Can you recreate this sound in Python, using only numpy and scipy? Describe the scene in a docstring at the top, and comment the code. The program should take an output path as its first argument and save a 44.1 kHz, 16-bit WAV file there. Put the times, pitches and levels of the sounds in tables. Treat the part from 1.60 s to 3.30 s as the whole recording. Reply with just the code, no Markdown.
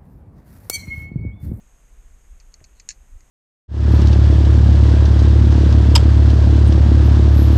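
"""Platform among trees: metal gear is handled close to a small body-worn microphone.
Thin scrapes and light clicks lead up to one sharp snap that chatters as it seats; one click follows.
Each contact rings the same metal modes. Between the clicks, a soft bump on the microphone housing.
Light wind rumbles on the microphone over a steady hiss with a narrow whistling peak."""
import sys
import numpy as np
from scipy import signal
from scipy.fft import rfft, irfft, next_fast_len
from scipy.io import wavfile
from scipy.ndimage import uniform_filter1d

SR = 44100
rng = np.random.default_rng(int(sys.argv[2]) if len(sys.argv) > 2 else 0)


def bounce(signal):
    """Save signal as a 16-bit WAV file at the path given by the first command-line argument."""
    frames = np.transpose(np.atleast_2d(signal))
    limited = np.clip(frames, -1, 1)
    pcm = np.round(limited * 32767).astype(np.int16)
    wavfile.write(sys.argv[1], SR, pcm)


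N = 74970
EVENT_SAMPLES = int(.15 * SR)


def undb(db):
    """dB to gain."""
    return 10 ** (np.asarray(db) / 20)


def unit(x):
    """Scale to rms 1."""
    return x / np.sqrt(np.mean(x ** 2))


def colour(x, points):
    """Minimum-phase filter through (f/Hz, level/dB) points."""
    size = next_fast_len(len(x) + 4096) // 2 * 2
    hz, db = np.array(points, float).T
    bins_hz = np.maximum(np.fft.rfftfreq(size, 1 / SR), 1)
    gain = undb(np.interp(np.log(bins_hz), np.log(hz), db))
    cepstrum = irfft(np.log(gain))
    cepstrum[1:size // 2] *= 2  # fold onto the causal half
    cepstrum[size // 2 + 1:] = 0
    return irfft(rfft(x, size) * np.exp(rfft(cepstrum)))[:len(x)]


def fade(t, t60_s):
    """Exponential decay, 60 dB in t60_s."""
    return np.exp(-np.log(1000) * t / t60_s)


def add(out, start_s, x, db, window_s=.01):
    """Mix in x; db is its energy spread over window_s."""
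    i = int(start_s * SR)
    x = x * undb(db) * np.sqrt(window_s * SR / np.sum(x ** 2))
    out[i:i + len(x)] += x[:len(out) - i]


def hiss(air_db=-61.5, whistle_db=-70, whistle_hz=6540, width_hz=210):
    """Steady outdoor hiss with one narrow treble resonance."""
    # air spectrum: f/Hz, level/dB
    air_spectrum = [(60, 8), (130, 8), (250, 2.5), (450, -1), (900, -3), (1500, -4.5), (2500, -7),
                    (3400, -12.5), (4400, -18), (5600, -15), (6400, -8), (7200, -7), (8500, -8.5),
                    (10300, -17.5), (12300, -14), (13600, -24), (14600, -38)]
    air = unit(colour(rng.standard_normal(N), air_spectrum))
    b, a = signal.iirpeak(whistle_hz, whistle_hz / (2 * width_hz), fs=SR)
    whistle = signal.lfilter(b, a, signal.lfilter(b, a, rng.standard_normal(N)))
    return undb(air_db) * air + undb(whistle_db) * unit(whistle)


def wind():
    """Gusts buffet the microphone: low rumble."""
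    # rumble spectrum: f/Hz, level/dB
    spectrum = [(10, -23.5), (20, -1), (30, 2), (46, -1), (65, -11.5), (95, -28.5), (130, -37), (250, -59),
                (600, -87.5)]
    # gust envelope: t/s, level/dB
    gusts = [(0, -52.5), (.3, -51.5), (.35, -41), (.4, -45), (.57, -45), (.61, -56), (.73, -38.5),
             (.8, -47), (.88, -45), (.97, -53), (1.03, -46.5), (1.07, -53.5), (1.19, -47), (1.23, -56),
             (1.41, -44), (1.47, -55), (1.555, -30.5), (1.595, -49.5), (1.7, -55.5)]
    rumble = colour(rng.standard_normal(N), spectrum)
    rumble /= np.sqrt(uniform_filter1d(rumble ** 2, size=4000))  # flatten the running rms
    times_s, db = np.array(gusts).T
    return rumble * undb(np.interp(np.arange(N) / SR, times_s, db))


def slides():
    """Metal slides lightly on metal before it catches: noise follows the pressure."""
    # strokes: t/s, length/s, level/dB
    strokes = [(0.918, 0.0085, -72), (1.150, 0.068, -62)]
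    # friction spectrum: f/Hz, level/dB
    spectrum = [(2000, -17), (3700, -13), (4300, 0), (4900, -23), (7000, -12), (10000, -35)]
    out, t = np.zeros(N), np.arange(EVENT_SAMPLES) / SR
    for start_s, length_s, db in strokes:
        pressure = np.sqrt(np.maximum(t / length_s * (1 - t / length_s), 0))
        friction = rng.standard_normal(len(t)) * pressure
        add(out, start_s, colour(friction, spectrum), db)
    return out


def bump(scuff_rise_s=.002):
    """Faint scuff, then a hollow, damped knock on the microphone housing."""
    # scuff spectrum: f/Hz, level/dB
    scuff_spectrum = [(300, -12), (900, -17), (1450, 0), (2700, -5), (3500, -9), (9000, -45)]
    # housing modes: f/Hz, level/dB, t60/s
    housing_modes = [(76.6, 4, 0.077), (125, -3, 0.1), (290, -4.5, 0.034), (375, -10, 0.065),
                     (613, -6, 0.038)]
    out, t = np.zeros(N), np.arange(EVENT_SAMPLES) / SR
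    envelope = np.minimum(t / scuff_rise_s, 1) * fade(t, t60_s=.014)
    scuff = colour(rng.standard_normal(len(t)) * envelope, scuff_spectrum)
    add(out, start_s=1.0035, x=scuff, db=-63.5)
    knock = sum(undb(db) * fade(t, t60_s) * np.sin(2 * np.pi * hz * t) for hz, db, t60_s in housing_modes)
    add(out, start_s=1.014, x=knock, db=-44)
    return out


def gear(contacts):
    """Struck metal: modes plus dense clatter; the contact point weights the low and mid bands."""
    # metal modes: f/Hz, level/dB, t60/s (scaled by contact t60 / ref_t60_s)
    modes = [(1986, -13.5, 0.03), (2530, -12.5, 0.011), (4230, -16, 0.045), (4480, -7.5, 0.029),
             (5620, -7.5, 0.014), (6350, -2.5, 0.021), (6260, -7.5, 0.065), (6530, -1.5, 0.012),
             (7030, 6.5, 0.016), (9400, -30, 0.0094), (10750, -38, .02)]
    # spectrum of the dense, unresolved modes: f/Hz, level/dB
    clatter_spectrum = [(500, -44), (1350, -40), (1750, -9.5), (2600, -9.5), (3050, -16.5), (3400, -21.5),
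                        (4150, -4), (5200, -4), (6000, -5.5), (6500, 5), (7100, -7.5), (7800, -17),
                        (8700, -27), (9050, -14), (9900, -53), (10700, -31), (11500, -52), (14000, -68)]
    bands_hz = [2500, 4400, 6500]  # low, mid, high
    ring_db, ref_t60_s, rise_cycles = -5.5, .018, 1.25
    clatter_db, tail_db, tail_t60_s = -4, -18.5, .096
    out, t = np.zeros(N), np.arange(EVENT_SAMPLES) / SR
    grains = rng.choice([-1, 1], len(t))
    for start_s, db, t60_s, low_db, mid_db in contacts:
        tilt_db = lambda hz: np.interp(hz, bands_hz, [low_db, mid_db, 0])
        ring = 0
        for (hz, mode_db, mode_t60_s), phase in zip(modes, rng.random(len(modes))):
            swell = 1 - np.exp(-(t * hz / rise_cycles) ** 2)
            decay = fade(t, mode_t60_s * t60_s / ref_t60_s)
            ring += undb(mode_db + tilt_db(hz)) * swell * decay * np.sin(2 * np.pi * (hz * t + phase))
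        envelope = fade(t, t60_s) + undb(tail_db) * fade(t, tail_t60_s)
        spectrum = [(hz, level_db + tilt_db(hz)) for hz, level_db in clatter_spectrum]
        clatter = colour(grains * envelope, spectrum)
        add(out, start_s, undb(ring_db) * unit(ring) + undb(clatter_db) * unit(clatter), db)
    return out


def clicks():
    """Light contacts of the handled gear."""
    # contacts: t/s, level/dB, t60/s, low band/dB, mid band/dB
    contacts = [(.8001, -55, 0.014, 10, 16), (.8060, -61, 0.026, 15, 0), (.9405, -46, .017, 4, 5.5),
                (1.0414, -49, 0.032, 5.5, 7.5), (1.0478, -59.5, .014, 17, 7), (1.1970, -59, 0.0068, -3, 3),
                (1.1985, -45.5, 0.026, 9, 8), (1.6063, -59.5, 0.0095, 10.5, 0)]
    return gear(contacts)


def snap():
    """The gear snaps and rebounds as it seats."""
    # impact and rebounds: t/s, level/dB, t60/s, low band/dB, mid band/dB
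    impacts = [(1.2891, -28.5, 0.014, -6, -10), (1.2958, -39, 0.041, -4, -9), (1.3012, -47, 0.025, 2, -4),
               (1.3053, -37.5, .016, 9, 0), (1.3116, -44.5, 0.015, -12, 1), (1.3154, -47, 0.0096, -16, -1),
               (1.3216, -53.5, 0.031, 0, 1)]
    return gear(impacts)


def scene():
    """Slides, clicks, snap and bump over wind and hiss; mono."""
    return (slides() + clicks() + snap() + bump() + wind() + hiss())[None]


def record(dry, cutoff_hz=14200):
    """Steep elliptic low-pass."""
    return signal.sosfilt(signal.ellip(8, .2, 70, cutoff_hz, fs=SR, output="sos"), dry)


dry = scene()
out = record(dry)
bounce(out)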